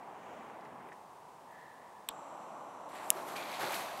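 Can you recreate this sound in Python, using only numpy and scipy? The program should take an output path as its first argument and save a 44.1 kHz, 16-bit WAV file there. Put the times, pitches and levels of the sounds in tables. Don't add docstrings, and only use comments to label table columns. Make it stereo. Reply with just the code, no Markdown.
import sys
import numpy as np
from scipy import signal
from scipy.fft import rfft, irfft
from scipy.io import wavfile

SR = 44100
rng = np.random.default_rng(int(sys.argv[2]) if len(sys.argv) > 2 else 0)


def to_wav(sig):
    pcm = np.clip(np.atleast_2d(sig), -1, 1) * 32767
    pcm = np.round(pcm).astype(np.int16)
    wavfile.write(sys.argv[1], SR, pcm.T)


N = 176400
T = np.arange(N) / SR
CUTOFF_HZ = 15700

# freq_hz, density_db
SPRAY_SPECTRUM = [(2500, -25), (5000, -2.5), (6400, 0), (7700, -2.5), (10000, -2), (12800, 1), (14200, -7),
                  (16000, -16)]


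def dive():
    # start_s, rise_s, fade_db_per_s, gulp_db, churn_db, fizz_db, spray_db
    surges = [(2.87, 0.11, 32, -60.5, -52, -58, -74), (2.97, 0.14, 25, -67, -58, -67, -61),
              (3.115, 0.067, 90, -51, -47, -57, -63), (3.25, 0.04, 33, -56, -47, -54, -57.5),
              (3.348, 0.013, 37, -57, -46.5, -48.5, -57.5), (3.42, 0.13, 13, -70, -55, -48.5, -58.5),
              (3.57, .052, 56, -46, -37.4, -43, -51), (3.66, 0.082, 79, -61, -46, -44.5, -47.5)]
    # freq_hz, density_db
    gulp_spectrum = [(30, -56), (100, -13.5), (190, -5), (270, -1.5), (380, 3.5), (520, -4.5), (900, -35)]
    churn_spectrum = [(250, -41), (480, -7.5), (660, -1), (900, -2.5), (1150, -6.5), (1350, -7.5),
                      (1600, -12), (2100, -23), (4000, -43)]
    fizz_spectrum = [(800, -33), (1500, -0.5), (2300, 0), (3000, -4), (4300, -5), (5300, -13.5),
                     (8000, -14), (16000, -42)]
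    # freq_hz, density_db
    entry_spectrum = [(700, -16), (1200, 0.5), (1800, 2), (2500, -4), (4000, -22), (6600, -28),
                      (7400, -7.5), (8300, -13), (10000, -15), (13000, -21), (16000, -36)]
    power = sum((from_db(levels_db)[:, None] * burst(start_s, rise_s, fade_db_per_s)) ** 2
                for start_s, rise_s, fade_db_per_s, *levels_db in surges)
    gulp, churn, fizz, spray = np.sqrt(power)
    gulp = gulp * bubbles(gulp_spectrum, 131, 467, per_s=300, cycles=9.9,
                          share=.5, flutter_db=.5, pan_db=-.7)
    churn = churn * bubbles(churn_spectrum, 477, 1830, per_s=900, cycles=12,
                            share=.51, flutter_db=.7, pan_db=-2)
    fizz = fizz * bubbles(fizz_spectrum, 1420, 5400, per_s=2000, cycles=12,
                          share=.54, flutter_db=.8, pan_db=1.5)
    spray = spray * bubbles(SPRAY_SPECTRUM, 4600, 15000, per_s=2500, cycles=5,
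                            share=.44, flutter_db=.1, pan_db=1)
    entry = from_db(-54.5) * burst(2.87, rise_s=.09, fade_db_per_s=19) * wash(entry_spectrum, pan_db=1.5)
    slap = from_db(-48) * burst(3.356, rise_s=.005, fade_db_per_s=80) * hollow(2340, width_hz=340)
    return gulp + churn + fizz + spray + entry + slap


def spurts():
    # start_s, level_db
    showers = [(2.886, -64), (2.948, -61.5), (3.03, -63), (3.165, -62), (3.273, -58), (3.356, -52),
               (3.74, -44), (3.97, -55)]
    # freq_hz, density_db
    spectrum = [(1200, -20), (2500, 4), (4300, 2), (6400, -5), (7700, -1), (10000, -4), (13000, -2),
                (16000, -18)]
    flow = sum(from_db(db) * burst(start_s, rise_s=.006, fade_db_per_s=260) for start_s, db in showers)
    return flow * bubbles(spectrum, 2200, 15000, per_s=2500, cycles=6, share=.52, flutter_db=1, pan_db=4)


def paddling():
    # time_s, level_db
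    strokes = [(0, -52), (.15, -52.5), (.31, -48.5), (.5, -49.5), (.68, -51.5), (.88, -51.5), (.97, -62),
               (1.1, -82)]
    # freq_hz, density_db
    stir_spectrum = [(30, -38), (60, -22), (130, -9), (220, -2), (480, -2), (780, 3.5), (1100, -1),
                     (1450, -9), (2200, -14.5), (3200, -23), (4700, -41), (12000, -60)]
    air_spectrum = [(900, -22), (1800, 5), (3000, 0), (4700, -19), (6000, -9), (7400, -9), (8800, -23),
                    (15000, -22)]
    stir = level(strokes) * bubbles(stir_spectrum, 142, 2770, per_s=1600, cycles=13,
                                    share=.27, flutter_db=0, pan_db=-1)
    swirl = from_db(-51.5) * swell(.084, width_s=.073) * hollow(790, width_hz=330)
    air = from_db(-65) * swell(.33, width_s=.16) * wash(air_spectrum)
    return stir + swirl + air


def blow():
    # freq_hz, density_db
    spectrum = [(1100, -38), (1530, -20), (1740, 2), (2000, -7.5), (2400, -28.5), (4000, -26), (6000, -44)]
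    return from_db(-60) * burst(1.39, rise_s=.25, fade_db_per_s=33) * wash(spectrum, pan_db=9.5)


def knock(start_s=2.0882, rub_s=.0008):
    # freq_hz, gain_db, t60_s, pan_db
    modes = [(1070, -8, .02, -2), (1650, -9.5, 0.023, -7), (2370, -7, 0.0078, -6), (3270, 1.5, .0055, -7.5),
             (5560, -10, 0.0018, -6), (7970, 1, 0.0046, -2), (10500, -2.5, 0.0027, -3),
             (12200, -3, .002, 1)]
    # freq_hz, density_db
    thump_spectrum = [(15, -16), (40, -5), (150, -2), (350, 0), (700, -20), (2000, -50)]
    grit = rng.standard_normal((2, N)) * swell(start_s + rub_s, rub_s)
    grit /= np.sqrt(np.sum(grit ** 2, axis=1, keepdims=True))
    force = click(start_s) + from_db(6) * spread(grit)
    tick = from_db(-31) * strike(force, modes, low_hz=700, high_hz=CUTOFF_HZ)
    rattle = from_db(-51) * burst(start_s, rise_s=.008, fade_db_per_s=750) * hollow(3370, width_hz=1000)
    settling = from_db(-57) * burst(2.098, rise_s=.0033, fade_db_per_s=1100)
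    return tick + rattle * pan(-3) + settling * wash(thump_spectrum, pan_db=-2.5)


def drop(start_s=3.1036):
    # freq_hz, gain_db, t60_s, pan_db
    wall_modes = [(2950, -12, 0.0055, 3), (3670, -15.5, .004, 9), (5600, -14, 0.0026, 2),
                  (7300, -5, 0.0021, 6), (8600, -6, .003, 4), (9500, -38, 0.032, 0),
                  (10540, 1.5, 0.0023, -1), (13400, -4, .0015, 0)]
    # freq_hz, width_hz
    notches = [(4400, 1200), (9450, 170)]
    # freq_hz, level_db, t60_s
    bump_tones = [(215, -45, 0.04), (780, -32, .012)]
    hit = click(start_s)
    tick = strike(hit, wall_modes, low_hz=2510, high_hz=13600)
    for hz, width_hz in notches:
        tick = signal.lfilter(*signal.iirnotch(hz, hz / width_hz, fs=SR), tick)
    water_bump = sum(from_db(db) * ring(hit, hz, t60_s) for hz, db, t60_s in bump_tones)
    shatter = from_db(-36.5) * burst(start_s, rise_s=.0011, fade_db_per_s=2800) * wash(SPRAY_SPECTRUM)
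    return from_db(-5) * lag_left(tick, lag_s=7e-6) + water_bump + shatter


def surfacing():
    # start_s, pitch_hz, level_db
    bursts = [(.652, 1900, -56), (.803, 1750, -55.5), (.886, 1950, -55), (.918, 1730, -50.5)]
    pops = sum(from_db(db) * burst(start_s, rise_s=.002, fade_db_per_s=900) * hollow(hz, width_hz=650)
               for start_s, hz, db in bursts)
    gurgle = from_db(-60) * swell(.75, width_s=.08) * hollow(170, width_hz=165)
    return pops + gurgle


def drips():
    # start_s, pitch_hz, level_db
    droplets = [(.609, 4000, -67), (.649, 4800, -66), (.885, 10500, -69), (.928, 7000, -66),
                (1.518, 11000, -68), (1.612, 4000, -66)]
    return sum(from_db(db) * burst(start_s, rise_s=.001, fade_db_per_s=1900) * hollow(hz, width_hz=3500)
               for start_s, hz, db in droplets)


def running_water(surface_s=.92, move_s=2.089, submerged_db=-2.5):
    # freq_hz, density_db
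    mid_pool_spectrum = [(18, -61), (30, -38), (48, -27), (124, -14), (161, -10), (215, -10), (303, -10),
                         (345, -10), (449, -7), (584, -6), (962, 1), (1390, -14.8), (2170, -21.5),
                         (4300, -29), (6050, -30), (8300, -29.5), (16000, -39)]
    rocks_spectrum = [(18, -84), (30, -52), (64, -32), (90, -25.5), (161, -12.5), (311, -9), (404, -13),
                      (600, -2.5), (889, -1), (1160, -4), (1670, -21), (3060, -26.5), (3310, -31),
                      (3980, -31.5), (4780, -39), (5400, -35.5), (5850, -29), (6720, -36), (7470, -31),
                      (9220, -39), (11100, -38.5), (16000, -52)]
    # time_s, level_db
    rocks_level = [(2.09, -49), (2.25, -47.5), (2.5, -47.5), (2.8, -48), (3.2, -45.5), (4, -44.5)]
    mid_pool = from_db(-54 + submerged_db * (T < surface_s)) * wash(mid_pool_spectrum, pan_db=-.1)
    sizzle = from_db(-68) * burst(2.1, rise_s=.01, fade_db_per_s=22) * hollow(7500, width_hz=700)
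    by_rocks = level(rocks_level) * wash(rocks_spectrum, pan_db=.26)
    return np.where(T < move_s, mid_pool, by_rocks) + sizzle


def bubbles(spectrum, low_hz, high_hz, per_s, cycles, share, flutter_db, pan_db, pitch_count=24):
    sizes = from_db(3.8 * np.minimum(rng.exponential(1, N), 3.5)) * rng.choice([-1, 1], (2, N))
    born = rng.random(N) < per_s / SR
    pitch_index = rng.integers(0, pitch_count, N)
    rings = sum(hz * ring(sizes * (born & (pitch_index == k)), hz, cycles / hz)
                for k, hz in enumerate(np.geomspace(low_hz, high_hz, pitch_count)))
    distinct = spread(unit_rms(colour(rings, spectrum)), pan_db)
    cloud = np.sqrt(share) * distinct + np.sqrt(1 - share) * wash(spectrum, pan_db)
    return cloud * from_db(flutter_db * drift(per_s=110))


def strike(force, modes, low_hz, high_hz):
    ringing = sum(from_db(db) * ring(force, hz, t60_s) * pan(pan_db) for hz, db, t60_s, pan_db in modes)
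    return signal.sosfilt(signal.butter(2, [low_hz, high_hz], "band", fs=SR, output="sos"), ringing)


def hollow(hz, width_hz):
    t60_s = np.log(1000) / (np.pi * width_hz)
    once = ring(rng.standard_normal((2, N)), hz, t60_s)
    return spread(unit_rms(ring(once, hz, t60_s)))


def wash(spectrum, pan_db=0):
    return spread(unit_rms(colour(rng.standard_normal((2, N)), spectrum)), pan_db)


def ring(x, hz, t60_s):
    radius = from_db(-60 / (t60_s * SR))
    angle = 2 * np.pi * hz / SR
    return signal.lfilter([.5, 0, -.5], [1, -2 * radius * np.cos(angle), radius ** 2], x + 1e-18)


def click(start_s):
    hit = np.zeros(N)
    hit[int(start_s * SR)] = 1
    return hit


def burst(start_s, rise_s, fade_db_per_s):
    rise = np.sin(np.pi / 2 * np.clip((T - start_s) / rise_s, 0, 1)) ** 2
    return rise * from_db(-fade_db_per_s * np.maximum(T - start_s - rise_s, 0))


def swell(centre_s, width_s):
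    return np.exp(-.5 * ((T - centre_s) / width_s) ** 2)


def level(points):
    return from_db(np.interp(T, *np.transpose(points)))


def drift(per_s):
    knots = rng.standard_normal(4000)
    return np.interp(T * per_s, np.arange(len(knots)), knots)


def colour(x, spectrum):
    hz, db = np.transpose(spectrum)
    bins_hz = np.maximum(np.arange(N // 2 + 1) * SR / N, 1)
    return irfft(rfft(x) * from_db(np.interp(np.log(bins_hz), np.log(hz), db)), N)


def spread(pair, pan_db=0):
    # freq_hz, side_minus_mid_db
    width = [(60, -35), (150, -36.5), (380, -16), (950, -10.5), (2400, -6), (6000, -1.5), (15000, -7)]
    mid, side = pair
    return (mid + colour(side, width) * [[1], [-1]]) * pan(pan_db)


def pan(db):
    return from_db(np.array([[.5], [-.5]]) * db)


def lag_left(pair, lag_s):
    hz = np.arange(N // 2 + 1) * SR / N
    left = irfft(rfft(pair[0]) * np.exp(-2j * np.pi * hz * lag_s), N)
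    return np.array([left, pair[1]])


def from_db(db):
    return 10 ** (np.asarray(db) / 20)


def unit_rms(x):
    return x / np.sqrt(np.mean(x ** 2) + 1e-20)


def scene():
    return running_water() + paddling() + surfacing() + blow() + drips() + dive() + spurts() + knock() + drop()


def record(dry):
    return signal.sosfilt(signal.ellip(10, .1, 80, CUTOFF_HZ, fs=SR, output="sos"), dry)


dry = scene()
out = record(dry)
to_wav(out)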